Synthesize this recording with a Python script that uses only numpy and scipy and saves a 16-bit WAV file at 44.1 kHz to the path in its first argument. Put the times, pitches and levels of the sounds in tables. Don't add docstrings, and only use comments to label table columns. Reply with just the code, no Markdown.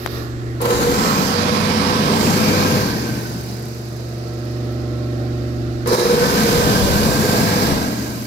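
import sys
import numpy as np
from scipy import signal
from scipy.fft import rfft, irfft
from scipy.io import wavfile
from scipy.ndimage import uniform_filter1d

SR = 44100
rng = np.random.default_rng(int(sys.argv[2]) if len(sys.argv) > 2 else 0)


def to_wav(sig):
    pcm = np.clip(np.atleast_2d(sig), -1, 1) * 32767
    pcm = np.round(pcm).astype(np.int16)
    wavfile.write(sys.argv[1], SR, pcm.T)


def attenuation_scalar(level_db):
    decades = np.asarray(level_db, float) / 20
    return 10 ** decades


N = 364266
SIZE, HOP = 2048, 512
HZ = np.fft.rfftfreq(SIZE, 1 / SR)
FRAME_S = np.arange(N // HOP + 5) * HOP / SR
T = np.arange(N) / SR

# frequency in Hz, level in dB per Hz.
VENT_COLOUR_DB = [(15, -34), (25, -28), (123, -13), (148, -8.5), (174, -17), (351, -16.5), (447, -13),
                  (601, -23), (901, -34), (1310, -35), (2190, -47.5), (4920, -46), (8900, -58.5),
                  (12600, -61), (15700, -64)]
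# frequency in Hz, left minus right in dB.
VENT_SIDE_DB = [(60, 11), (110, 10), (200, 5), (380, 5), (700, -2.5), (1290, -5), (2380, -8), (4400, -22),
                (8120, -9.5), (15000, -2)]
# frequency in Hz, likeness 0-1, left lead in ms.
VENT_PORTS = [(30, 0.63, 0.27), (200, 0.99, -0.022), (600, 0.81, -0.36), (1200, 0.37, -0.31),
              (3930, 0.22, -0.37), (12100, 0.11, -0.25)]
# frequency in Hz, width in Hz, level in dB.
GRILLE_MODES = [(91, 30, -2), (195, 32, -5), (9070, 1300, -8.0), (12400, 1400, 4), (734, 170, 6.5),
                (996, 114, -8.0), (1920, 180, 3.5), (3200, 990, -3.0), (15500, 1500, -6)]
# level in dB, share of the gain change, lift in the draught in dB.
VENT_LAYERS = [
    (-39, 0.63, 4),
    (-43, 1.26, 11),
    (-56, 0.76, 13),
]
DRAUGHT_END_S, DRAUGHT_FADE_S = 0.17, 0.16
# frequency in Hz, width in Hz, level in dB.
DRAUGHT_MODES = [(7200, 2800, -6.5), (12800, 2000, 6.5), (15300, 1400, 8), (11300, 900, -1)]
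# start in s,
# length in s, frequency in Hz, width in Hz, level in dB.
SWING = [(0.12, .55, 7700, 1500, 6), (0.16, 0.63, 2000, 700, 5), (0.18, 0.68, 5200, 1500, -4),
         (-0.044, 0.59, 1030, 170, 7), (.2, .55, 14500, 1500, -2.5), (-0.012, 0.12, 12000, 5300, 4),
         (0.05, 0.064, 12000, 7300, -6), (.12, .1, 12500, 4000, -1)]

FAN_HZ = 24.01
# multiple of FAN_HZ, level in dB.
FAN_ORDERS_DB = [(1, -49), (2, -41), (3, -8.5), (4, -41), (5, 1.5), (6, -20.5), (7, -20.5), (8, -52),
                 (9, -20.5), (10, -8.5), (11, -15), (12, -14), (13, -15), (14, -8), (15, -10.5), (16, -43),
                 (17, -37), (18, -27.5), (19, -28), (20, -20), (21, -27), (22, -22.5), (23, -38), (24, -51),
                 (25, -14.5), (26, -28), (27, -25), (28, -24)]
# time in s, level in dB.
HUM_DB = [(0, -30.5), (.18, -26.5), (.46, -26), (.66, -25), (.85, -32), (1.4, -32), (2.0, -38), (2.65, -35),
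          (2.9, -27.5), (3.86, -28.5), (4.67, -24.5), (5.3, -24), (5.9, -24.5), (6.05, -36.5), (6.6, -27.5),
          (7.4, -28.5), (7.85, -28.5), (8.26, -30.5)]
# frequency in Hz, share of the hum's level change.
HUM_FOLLOW = [(72, 1.54), (120, 1.52), (240, 2.9), (330, 1.7), (600, 0.23)]
# frequency in Hz, left minus right in dB.
HUM_SIDE_DB = [(72, 0), (120, -1.5), (240, -6), (336, 0.5), (360, -5), (600, -9)]
# start in s, length in s, fan multiple, level in dB.
STANDING_WAVES = [(3, 1.5, 6, 9), (3.2, 1.4, 11, -13), (3, 1.5, 12, -14), (3.2, 1.4, 13, -9),
                  (3, 1.3, 10, 4), (3.3, 1.3, 9, 5), (4.9, 0.99, 13, -11), (4.5, 1.4, 15, 2),
                  (4.9, 1.2, 12, 3), (4.5, 1.24, 14, -3), (-.3, 0.6, 15, 8), (-.3, .6, 10, 11),
                  (-.4, 1.4, 14, -1.5), (-.3, 0.94, 11, -3), (-0.2, .7, 12, 4.5), (-2, 1.2, 25, -5),
                  (3, 1.65, 25, -6), (0, .7, 7, -9), (1, .6, 6, -5), (5.8, .35, 10, 9), (1, 0.38, 10, 5.5)]
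# time in s, level in dB.
NEAR_WALL_DB = [(0, -23), (2.9, -2), (3.4, -4.5), (4.1, -1), (4.7, 0), (5.1, 2), (5.4, 0), (5.8, -3)]
# start in s, length in s, frequency in Hz, width in Hz, level in dB.
MOAN = (4.5, 1.5, 303, 17, -39)
# frequency in Hz, width in Hz, level in dB.
GRILLE_TONES = [(1326, 8.3, -56), (1058, 20, -59)]
DUCK_S, DUCK_LENGTH_S, DUCK_DB = 0.048, 0.033, -3

# frequency in Hz, width in Hz, left minus right in dB.
RIGHT_PORT_MODES = [(3230, 690, 5.5), (6700, 2700, -9), (9930, 2740, 26), (12500, 1300, -14),
                    (15300, 1200, 10)]
# time in s, share of the cavity colour 0-1, finger over the right port in dB.
GRIP = [(0, 0.3, -5), (.6, 0.5, 3), (1.32, 0.7, 16), (1.38, 0, 11), (2.17, 0, 14), (2.22, 0.2, 0),
        (2.5, 0.8, -1), (5.8, 0.7, 5), (6.4, 0.7, 7), (6.6, 0.4, 5)]
# start in s, length in s, level in dB.
GUSTS = [(0, 0.57, -45), (6, 0.8, -34), (6.5, .5, -34), (6.5, 0.7, -32), (6.5, 0.87, -27),
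         (4.5, 0.69, -50), (8, .6, -40), (4.5, 2.2, -46), (.6, 0.57, -34), (0, 0.84, -46),
         (7.5, 0.44, -30)]
CALM_DB, STIR_DB = -65, -47
# time in s, peak in dB, pitch in Hz, left minus right in dB, crack share.
TAPS = [
    (.0615, -5, 1300, 26, .17),
    (.0608, -21, 544, 23, 0),
    (.0614, -20, 3300, 20, 0),
    (.0616, -21, 5000, 20, 0),
    (.0737, -19, 1100, -3, 0),
    (.0743, -20, 4480, -6, 0),
    (.0757, -21, 1800, -3, 0),
    (.603, -26, 600, 0, .05),
    (5.86, -20, 800, 0, .052),
]

STARTS_S = [
    .603,
    5.858,
]
COASTS_S = [
    2.764,
    7.66,
]
STOPS_S = [
    3.32,
    7.78,
]
# start in s, length in s, level in dB.
FALTERS = [(5.955, 0.027, -2)]
SPIT_DELAY_S, SPIT_DB = [.011, .014], [-21, -22]

# time in s, level in dB.
SCRAPE_DB = [(2.95, -47), (3.15, -42), (3.4, -41.5), (3.8, -48.5), (4.3, -54), (4.75, -55), (4.85, -75)]
# frequency in Hz, level in dB.
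SCRAPE_COLOUR_DB = [(3000, -39), (7500, -18), (8500, -32), (9300, -15), (10500, -11), (11800, -18),
                    (13000, -11), (15800, -14.5)]
SECOND_COAST_LATER_S = 4.97
ROTOR_S, ROTOR_TURNS, ROTOR_DECAY_S = 3.211, 56, 1.15

# frequency in Hz, climb in Hz per s, level in dB, growth in dB per s.
EDGE_TONE = [
    (1492, 43, -42, 4.5),
    (1510, 61, -31, 0),
]
TONE_RISE_S, TONE_SAG_HZ_PER_S, TONE_FADE_DB_PER_S = 0.32, 135, 29

SHAFT_HZ, SHAFT_LAG_HZ, SHAFT_SETTLE_S, SHAFT_HEARD_S = 100.6, 38, .35, 0.52
# imbalance in dB, fifth order in dB.
SHAFT_DB = [
    (-30.5, -31),
    (-32, -30),
]
SHAFT_LINGER_S, SHAFT_UNDER_SHARE = 0.11, 0.5
COVER_HZ, COVER_WIDTH_HZ, COVER_DB = 475.5, 20, [5.5, 10.5]
# time in s, fourth order in dB, third order in dB, loose rattle in dB.
LOCK = [(.6, 3, -22, -1), (.66, -6, -20, -3.5), (.72, 2, -3, -1.5), (.8, -5, -12, -2), (.9, -1.5, -21, -5),
        (1.0, -8, -18, -4), (5.86, -11, -12, 0.5), (5.95, -17, -7, 1), (6.0, -4, -6, -6.5),
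        (6.1, -3.5, -12, -5.5), (6.2, -0.5, -19, -11), (6.33, -14, -21, -3)]
# time in s, rise in s, held until s after, level in dB.
SURGES = [
    (.603, .0045, .345, -19.5),
    (5.858, .17, .4, -14.5),
]
SURGE_FALL_DB_PER_S, SURGE_FALTER_POWER = 95, 3.8
RUNNING_DB = -35

AIR_HZ = [210, 1100, 4500, 11000]
# frequency in Hz, level in dB per Hz.
JET_COLOUR_DB = [(15, -55), (25, -29), (86, -15.5), (126, -18), (210, -6.5), (324, -16), (485, -12.5),
                 (688, -14.5), (1180, -22.5), (1590, -19.5), (2870, -27.5), (4790, -22.5), (9150, -36.5),
                 (12600, -47.5), (15700, -54.5)]
# frequency in Hz, left minus right in dB.
JET_SIDE_DB = [(60, -7), (110, -5.5), (200, -7.5), (380, -8.5), (700, -13), (1290, -10), (2380, -7),
               (4400, -11), (8120, -5.5), (15000, -0.5)]
# frequency in Hz, width in Hz, level in dB.
DUCT_MODES = [(147, 28, 10), (210.2, 16.5, 9.5), (289.6, 20.7, 11), (403, 110, 5.5), (1030, 326, 8.5),
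              (1304, 29, 6.5), (2320, 760, 4), (3480, 600, -2.5), (3970, 810, 3.5), (7030, 830, -2),
              (9320, 3200, -10), (12860, 1800, 6.5)]
# frequency in Hz, likeness 0-1, left lead in ms.
JET_PORTS = [(30, .3, 0), (100, .7, 0), (220, .95, .1), (400, .82, .17), (700, .64, .3), (1400, .53, .42),
             (2400, .42, .5), (5000, .28, .5), (12000, .22, .55)]
# full level in dB, short at switch-on in dB, slowing time in s, loss in dB per tenfold.
JET_LAYERS = [
    (-18, -5.5, 1, 64.5),
    (-25, -0.1, 0.5, 48),
    (-26.5, -5, 0.16, 19),
    (-30, -2, 0.2, 27),
]
SPIN_UP_S, HALT_S, HALT_DB_PER_S = 0.23, 1.8, 32
COAST_KNEE_S = 0.039
# time in s, under the housing in dB, facing the outlet in dB, turn in dB, tilt in dB.
HOLD = [(.63, -12, -4, -8, 2), (.88, 4, 1.5, -5.5, -5), (1.03, -3, 1, -18, -14), (1.27, -5, 1, -19, -17),
        (1.38, 4.5, -8, -25, 0), (1.6, 6.5, -5, -26, -1), (2.1, 2, -0.5, -20, 3), (2.27, 5, 4, -13.5, -5),
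        (2.43, 9, 2, -10, 3), (2.6, 13.5, 1.5, -11, 8), (3.3, -3, 5, -11, 5.5), (4.4, 10, 3, -13, 7),
        (5.88, -8, 0.5, -12, 2), (6.2, 0.1, 1, -8, 1.5), (6.5, -1, 5, -11.5, -4.5),
        (7.35, 8.5, 4.5, -10, -3), (7.7, -1.5, 2, -12, -1), (8.26, -5, 8, -11, -3)]
UNDER_SHARE, FACING_SHARE = [0.25, -0.083, -0.012, -0.15], [0.5, -0.18, -0.13, 0.83]
RUSH_SIDE_DB, RUSH_TURN_SHARE = 0.8, 0.17
# start in s, length in s, frequency in Hz, width in Hz, level in dB.
GLANCES = [(0.9, 0.33, 1240, 330, 6.5), (0.68, 0.58, 360, 130, 5), (1.68, 0.77, 1060, 170, 5),
           (2.2, 0.77, 2300, 300, 6), (0.35, 0.7, 2400, 780, -3), (1.29, 1.25, 6900, 1200, -6),
           (0.85, 1.3, 10400, 1700, 5), (0.87, 0.56, 10200, 2100, -8), (1.36, 1.1, 13000, 1800, -7),
           (0.49, 0.51, 3880, 290, 5.5), (0.49, 0.48, 6900, 600, 6), (0.63, 0.41, 5400, 1100, -5),
           (0.53, 0.48, 1480, 320, 5.5), (0.65, 0.66, 640, 82, -8), (0.87, 0.36, 7600, 900, 5),
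           (.9, 0.39, 1050, 200, 1.5), (1.06, 0.35, 3700, 500, -2.5), (1, 0.39, 2000, 500, -1.5),
           (1.3, .9, 4800, 800, 0.5), (0.76, 2.3, 3070, 1150, 3), (2.11, 0.3, 7300, 900, 8),
           (2.9, 2, 3300, 450, -6), (1.2, 0.76, 130, 64, -4), (2.09, 0.97, 1340, 190, 5.5),
           (1.64, 0.42, 198, 54, -5), (0.56, 0.18, 5300, 4500, -7.5), (0.52, .4, 3600, 300, -2),
           (.55, 0.37, 9300, 1500, 4), (0.5, 0.38, 1640, 180, -7), (2.76, 0.78, 2350, 250, 3),
           (2.4, 0.97, 7900, 1400, -4), (2.2, 1.9, 11700, 600, -2), (2.16, .8, 12600, 1500, 2.5),
           (0.9, 0.54, 275, 44, 2.5), (0.86, .4, 410, 75, 0), (3.2, 0.75, 160, 78, -8),
           (3.1, .9, 226, 30, 3), (2.62, 0.48, 720, 380, -3.5), (.72, 0.21, 190, 40, 5),
           (1.64, 0.3, 540, 200, -4.5), (0.92, 0.37, 390, 120, 2), (.8, 0.32, 275, 30, 3.5),
           (.95, .35, 1090, 60, 5)]
# start in s, length in s, frequency in Hz, width in Hz, level in dB.
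LATER_GLANCES = [(5.8, 0.32, 5500, 550, 3), (5.7, 0.7, 7800, 500, -6), (5.73, .6, 9900, 1100, 4.5),
                 (5.65, .6, 12000, 1500, -5), (6.1, 1.15, 3500, 1100, 4), (6.2, 0.6, 2200, 800, 2.5),
                 (6.3, .9, 12400, 500, -4), (6.6, 1.5, 6350, 700, -4.5), (6.8, 1.1, 8400, 500, 2),
                 (6.9, 0.83, 7100, 500, 4.5), (6.9, 0.92, 15300, 1200, 4), (6.1, 1.16, 220, 23, -6),
                 (5.92, 0.72, 250, 61, 3), (5.2, 0.44, 100, 120, 4), (7.9, 1.1, 770, 190, -3),
                 (7.7, 0.68, 290, 120, 3.5), (6.24, 1.2, 580, 80, 5), (6.95, 0.59, 256, 68, -5),
                 (8.2, 0.33, 210, 54, -2), (5.75, 0.48, 3900, 680, 7), (5.8, 0.41, 2900, 1100, -5),
                 (5.3, 0.28, 1700, 1500, 5), (6.24, 0.63, 353, 82, 3.5), (7.06, 1.5, 297, 28, 7),
                 (6.95, 0.5, 150, 60, -5), (6.2, .45, 291, 80, 2.5), (6.3, 0.36, 200, 40, -4.5),
                 (6.35, 0.44, 487, 30, 5), (6.0, .35, 150, 50, 4), (6.3, .6, 160, 87, 3),
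                 (7.3, 1.1, 710, 65, -3)]
# time in s, level in dB.
KICKS = [(.657, 5.5), (.708, 4), (.83, 2.5), (.99, 1.5), (5.93, 3), (5.948, 4.5), (5.996, 3.5)]
KICK_S = 0.0087
EDGE_HZ = 15850


def evened(x):
    return x / np.sqrt(np.mean(x ** 2) + 1e-20)


def read(points, hz, axis=1):
    p = np.asarray(points, float)
    return np.interp(np.log(hz + 1), np.log(p[:, 0] + 1), p[:, axis])


def curve(rows, t, axis=1):
    p = np.asarray(rows, float)
    return np.interp(t, p[:, 0], p[:, axis])


def across(centres_hz, levels_db):
    tents = np.array([read(list(zip(centres_hz, row)), HZ) for row in np.eye(len(centres_hz))])
    return tents.T @ np.array(levels_db)


def sides(pan_db):
    g = attenuation_scalar(np.array([pan_db / 2, -pan_db / 2]))
    return g / np.sqrt((g ** 2).mean(0))


def band_db(colour_db, lo_hz, hi_hz):
    return 10 * np.log10(np.sum(attenuation_scalar(colour_db[(HZ > lo_hz) & (HZ < hi_hz)]) ** 2))


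def bumps(modes):
    return sum(db / (1 + (2 * (HZ - f) / w) ** 2) for f, w, db in modes)


def swell(t, s, length):
    return np.sin(np.pi * np.clip((t - s) / length, 0, 1)) ** 2


def glances(rows):
    return sum(np.outer(bumps([mode]), swell(FRAME_S, s, length)) for s, length, *mode in rows)


def wander(rate_hz):
    lowpass = signal.butter(2, rate_hz, fs=SR / 128, output="sos")
    coarse = signal.sosfilt(lowpass, rng.standard_normal(N // 128 + 2))
    return np.interp(np.arange(N) / 128, np.arange(len(coarse)), evened(coarse))


def smooth_chance(bins, frames):
    field = rng.standard_normal((len(FRAME_S), len(HZ))).T
    field = uniform_filter1d(field, size=bins, axis=0)
    return evened(uniform_filter1d(field, size=frames, axis=1))


def whistle(hz, width_hz, order=2):
    r = np.exp(-np.pi * width_hz / SR)
    slow = rng.standard_normal(N) + 1j * rng.standard_normal(N)
    for _ in range(order):
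        slow = signal.lfilter([1 - r], [1, -r], slow)
    turns = np.cumsum(hz * np.ones(N)) / SR
    return evened((slow * np.exp(2j * np.pi * turns)).real)


def clocks(t):
    run = (t > 5.5).astype(int)
    on_s = np.maximum(t - np.take(STARTS_S, run), 0)
    off_s = np.maximum(t - np.take(COASTS_S, run), 0)
    return run, on_s, off_s


def falter():
    return attenuation_scalar(sum(db * uniform_filter1d(1. * (T > s) * (T < s + length), size=200)
                   for s, length, db in FALTERS))


def right_port():
    top = 1 / (1 + (12400 / (HZ + 1)) ** 16)
    cavity_db = np.outer(bumps(RIGHT_PORT_MODES), curve(GRIP, FRAME_S))
    return cavity_db + np.outer(top, curve(GRIP, FRAME_S, axis=2))


def air_noise(field_db, pan_db, ports, patchy_db, ripple_db):
    a, b, c, d = rng.standard_normal((len(FRAME_S), len(HZ), 4)).T
    same = np.clip(read(ports, HZ), 0, 1)[:, None]
    lag = np.exp(-2j * np.pi * HZ * read(ports, HZ, axis=2) / 1000)[:, None]
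    left = a + 1j * b
    right = same * lag * left + np.sqrt(1 - same ** 2) * (c + 1j * d)
    z = np.array([left, right])
    z *= np.sqrt(2 / (1 + same * lag.real))
    patches = smooth_chance(16, 6)
    ripple = smooth_chance(3, 70)
    ripple *= read([(1500, 1), (5000, .45)], HZ)[:, None]
    z *= attenuation_scalar(field_db + patchy_db * patches + ripple_db * ripple) * sides(pan_db + right_port())
    return signal.istft(z, nperseg=SIZE, noverlap=SIZE - HOP)[1][:, :N] * np.sqrt(2 / 3)


def vent():
    colour_db = read(VENT_COLOUR_DB, HZ) + bumps(GRILLE_MODES)
    edges_hz = [(400, 580), (2000, 7000), (8000, 15000)]
    draught = np.clip(1 - (FRAME_S - DRAUGHT_END_S) / DRAUGHT_FADE_S, 0, 1)
    gain_db = curve(HUM_DB, FRAME_S) + 24.7
    levels_db = [db + share * gain_db + lift * draught - band_db(colour_db, *e)
                 for (db, share, lift), e in zip(VENT_LAYERS, edges_hz)]
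    field_db = colour_db[:, None] + across([500, 2500, 11000], levels_db)
    field_db += np.outer(bumps(DRAUGHT_MODES), draught) + glances(SWING)
    return air_noise(field_db, read(VENT_SIDE_DB, HZ)[:, None], VENT_PORTS, patchy_db=.8, ripple_db=1.4)


def fan():
    level_db, wall_db = curve(HUM_DB, T), curve(NEAR_WALL_DB, T)
    out = np.zeros((2, N))
    for (k, db), phase in zip(FAN_ORDERS_DB, rng.random(len(FAN_ORDERS_DB))):
        hz = k * FAN_HZ
        unsteady_db = .6 + .3 * max(-db - 19, 0)
        moved_db = sum(d * swell(FRAME_S, s, length) * (round(order) == k)
                       for s, length, order, d in STANDING_WAVES)
        line_db = db - 24.5 + read(HUM_FOLLOW, hz) * (level_db + 24.5) + np.interp(T, FRAME_S, moved_db)
        line_db += unsteady_db * (wander(1.4) - 2.5) + wall_db * (hz > 390)
        line = attenuation_scalar(line_db) * np.sin(2 * np.pi * (hz * T + phase))
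        out += np.sqrt(2) * sides(read(HUM_SIDE_DB, hz))[:, None] * line
    for hz, width_hz, db in GRILLE_TONES:
        tone_db = db + level_db + 25.0 + wall_db + 2.8 * wander(0.46)
        out += attenuation_scalar(tone_db) * whistle(hz, width_hz, order=1)
    out += attenuation_scalar(MOAN[4]) * swell(T, *MOAN[:2]) * whistle(*MOAN[2:4])
    return out * attenuation_scalar(DUCK_DB * np.sin(np.pi * np.clip((T - DUCK_S) / DUCK_LENGTH_S, 0, 1)))


def taps():
    out, t = np.zeros((2, N)), np.arange(300) / SR
    for s, db, hz, pan_db, crack in TAPS:
        cycles = 2.6 if hz > 3000 else 1
        swing = -np.sin(2 * np.pi * hz * t) * np.exp(-((t * hz / cycles - .6) / .45) ** 2)
        grit = uniform_filter1d(rng.standard_normal(len(t)), size=2) * np.exp(-t / 0.0031)
        at = round(s * SR)
        out[:, at:at + len(t)] += attenuation_scalar(db) * sides(pan_db)[:, None] * (swing + crack * grit)
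    return out


def gusts():
    band = signal.butter(3, [36, 80], "bandpass", fs=SR, output="sos")
    lumps = evened(signal.sosfilt(band, rng.standard_normal((2, N))))
    level = attenuation_scalar(CALM_DB) + attenuation_scalar(STIR_DB) * np.exp(-clocks(T)[2] / 0.5)
    level += sum(attenuation_scalar(db) * swell(T, s, length) for s, length, db in GUSTS)
    return level * attenuation_scalar(1.6 * wander(1.3)) * attenuation_scalar(np.array([[4.], [-6.]])) * lumps


def brushes():
    envelope = np.zeros(N)
    for shift_s in (0, SECOND_COAST_LATER_S):
        t = T - shift_s
        turn = (ROTOR_TURNS * (1 - np.exp((ROTOR_S - t) / ROTOR_DECAY_S)) + 0.13) % 1
        pulse = turn / 0.039 * np.exp(1 - turn / 0.08)
        envelope += attenuation_scalar(curve(SCRAPE_DB, t)) * (t > SCRAPE_DB[0][0]) * pulse
    colour = attenuation_scalar(read(SCRAPE_COLOUR_DB, np.fft.rfftfreq(N, 1 / SR)))
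    scrape = evened(irfft(rfft(rng.standard_normal((2, N))) * colour, N))
    envelope *= attenuation_scalar(.9 * wander(12) - 4)
    return envelope * scrape * attenuation_scalar(np.array([[5.5], [-5.]]))


def nozzle():
    run, on_s, off_s = clocks(T)
    base_hz, climb, db, growth = np.array(EDGE_TONE)[run].T
    hz = base_hz + climb * on_s - TONE_SAG_HZ_PER_S * np.minimum(off_s, 1)
    hz *= 1 + 0.013 * wander(5.0)
    level_db = db + growth * on_s + 1.1 * wander(7.0) - TONE_FADE_DB_PER_S * off_s
    level = np.minimum(on_s / TONE_RISE_S, 1) ** 2 * attenuation_scalar(level_db)
    fuzz = whistle(hz, 146)
    core = whistle(hz, 45)
    tone = level * (.85 * fuzz + .45 * core)
    return np.array([tone, 0.97 * np.roll(tone, 22)])


def motor():
    out = np.zeros(N)
    run, on_s, off_s = clocks(T)
    fade = np.clip(np.minimum(on_s - SHAFT_HEARD_S, SHAFT_LINGER_S - off_s) / 0.066, 0, 1)
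    speed_hz = SHAFT_HZ - SHAFT_LAG_HZ * np.exp(-on_s / SHAFT_SETTLE_S)
    speed_hz *= 1 + 0.001755 * wander(5.3)
    turns = np.cumsum(speed_hz) / SR
    for order, db in zip((1, 5), np.transpose(SHAFT_DB)):
        level_db = db[run] + SHAFT_UNDER_SHARE * curve(HOLD, T) + 0.89 * wander(36)
        detune = 2 * (order * speed_hz - COVER_HZ) / COVER_WIDTH_HZ
        level_db += np.take(COVER_DB, run) / (1 + detune ** 2)
        out += fade * attenuation_scalar(level_db) * np.sqrt(2) * np.sin(2 * np.pi * order * turns)

    strain = np.zeros(N)
    for s, rise_s, held_s, db in SURGES:
        fall_db = SURGE_FALL_DB_PER_S * np.maximum(T - s - held_s, 0)
        strain += np.clip((T - s) / rise_s + 0.38, 0, 1) * attenuation_scalar(db - fall_db)
    strain *= falter() ** SURGE_FALTER_POWER
    fourth, third = (np.sqrt(2) * np.sin(2 * np.pi * hz * T) for hz in (480, 360))
    fourth_db, third_db, rattle_db = (curve(LOCK, T, axis=k) for k in (1, 2, 3))
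    rattle = whistle(485, 90)
    rattle += 0.52 * whistle(406, 60)
    buzz = (attenuation_scalar(fourth_db) * fourth + attenuation_scalar(third_db) * third) * attenuation_scalar(1.1 * wander(26))
    out += strain * (buzz + attenuation_scalar(rattle_db) * rattle)

    fed = np.clip((STOPS_S[0] - T) / 0.31, 0, 1)
    fed += (T > STARTS_S[1]) * np.clip((STOPS_S[1] - T) / 0.07, 0, 1)
    out += attenuation_scalar(RUNNING_DB + 2.0 * wander(1.0)) * fed * (fourth + .25 * third)
    return np.array([attenuation_scalar(-4.0) * out, attenuation_scalar(-2.0) * np.roll(out, 10)])


def jet():
    _, on_s, off_s = clocks(FRAME_S)
    under_db, facing_db, turn_db, tilt_db = (curve(HOLD, FRAME_S, axis=k) for k in (1, 2, 3, 4))
    colour_db = read(JET_COLOUR_DB, HZ) + bumps(DUCT_MODES)
    edges_hz = [(130, 330), (560, 2500), (2800, 7000), (7500, 15500)]
    spin_up = np.exp(-(on_s / SPIN_UP_S) ** 2)
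    halt_db = HALT_DB_PER_S * np.maximum(off_s - HALT_S, 0)
    slowed_s = off_s ** 2 / (off_s + COAST_KNEE_S)
    levels_db = []
    for (full_db, short_db, slowing_s, loss_db), under, facing, e in zip(
            JET_LAYERS, UNDER_SHARE, FACING_SHARE, edges_hz):
        level_db = full_db + short_db * spin_up - loss_db * np.log10(1 + slowed_s / slowing_s) - halt_db
        level_db += under * under_db + facing * facing_db
        levels_db.append(level_db - band_db(colour_db, *e))
    aims_db = (RUSH_SIDE_DB + RUSH_TURN_SHARE * turn_db, turn_db, tilt_db)
    pans_db = [p - read(JET_SIDE_DB, f) for p, f in zip(aims_db, AIR_HZ[1:])]
    pan_db = read(JET_SIDE_DB, HZ)[:, None] + across(AIR_HZ[1:], pans_db)
    field_db = colour_db[:, None] + across(AIR_HZ, levels_db)
    field_db += glances(GLANCES) + glances(LATER_GLANCES)
    air = air_noise(field_db, pan_db, JET_PORTS, patchy_db=1.0, ripple_db=1.7)
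    lurch_db = sum(db * np.exp(-((T - s) / KICK_S) ** 2) for s, db in KICKS)
    return air * attenuation_scalar(lurch_db + 0.53 * wander(46))


def switch(x):
    split = signal.butter(2, 4500, fs=SR, output="sos")
    low = signal.sosfiltfilt(split, x)
    high = x - low
    gate, late, spit = np.zeros(N), np.zeros(N), np.zeros(N)
    for s, stop_s, delay_s, db in zip(STARTS_S, (5.25, 9), SPIT_DELAY_S, SPIT_DB):
        jump = np.clip((T - s) / .002, 0, 1) * (T < stop_s)
        gate += jump * (0.57 + 0.5 * np.clip((T - s) / 0.042, 0, 1))
        since_s = T - s - delay_s
        late += jump * (.22 + .78 * np.clip(since_s / .003, 0, 1))
        spit += attenuation_scalar(db) * np.clip(since_s / 0.0015, 0, 1) * np.exp(-np.clip(since_s, 0, 1) / 0.0063)
    band = signal.butter(3, [8000, 14500], "bandpass", fs=SR, output="sos")
    hiss = signal.sosfilt(band, rng.standard_normal((2, N)))
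    return gate * falter() * low + late * high + spit * evened(hiss)


def scene():
    dryer = switch(jet() + motor() + nozzle())
    return vent() + fan() + taps() + gusts() + brushes() + dryer


def band_limit(x):
    return signal.sosfilt(signal.butter(12, 15830, fs=SR, output="sos"), x)


def record(dry):
    cut = signal.sosfilt(signal.butter(3, 34, "highpass", fs=SR, output="sos"), dry)
    edge = signal.firwin(511, EDGE_HZ, window=("kaiser", 9), fs=SR)
    mix = signal.oaconvolve(cut, edge[None], "same")
    return band_limit(mix)


dry = scene()
out = record(dry)
to_wav(out)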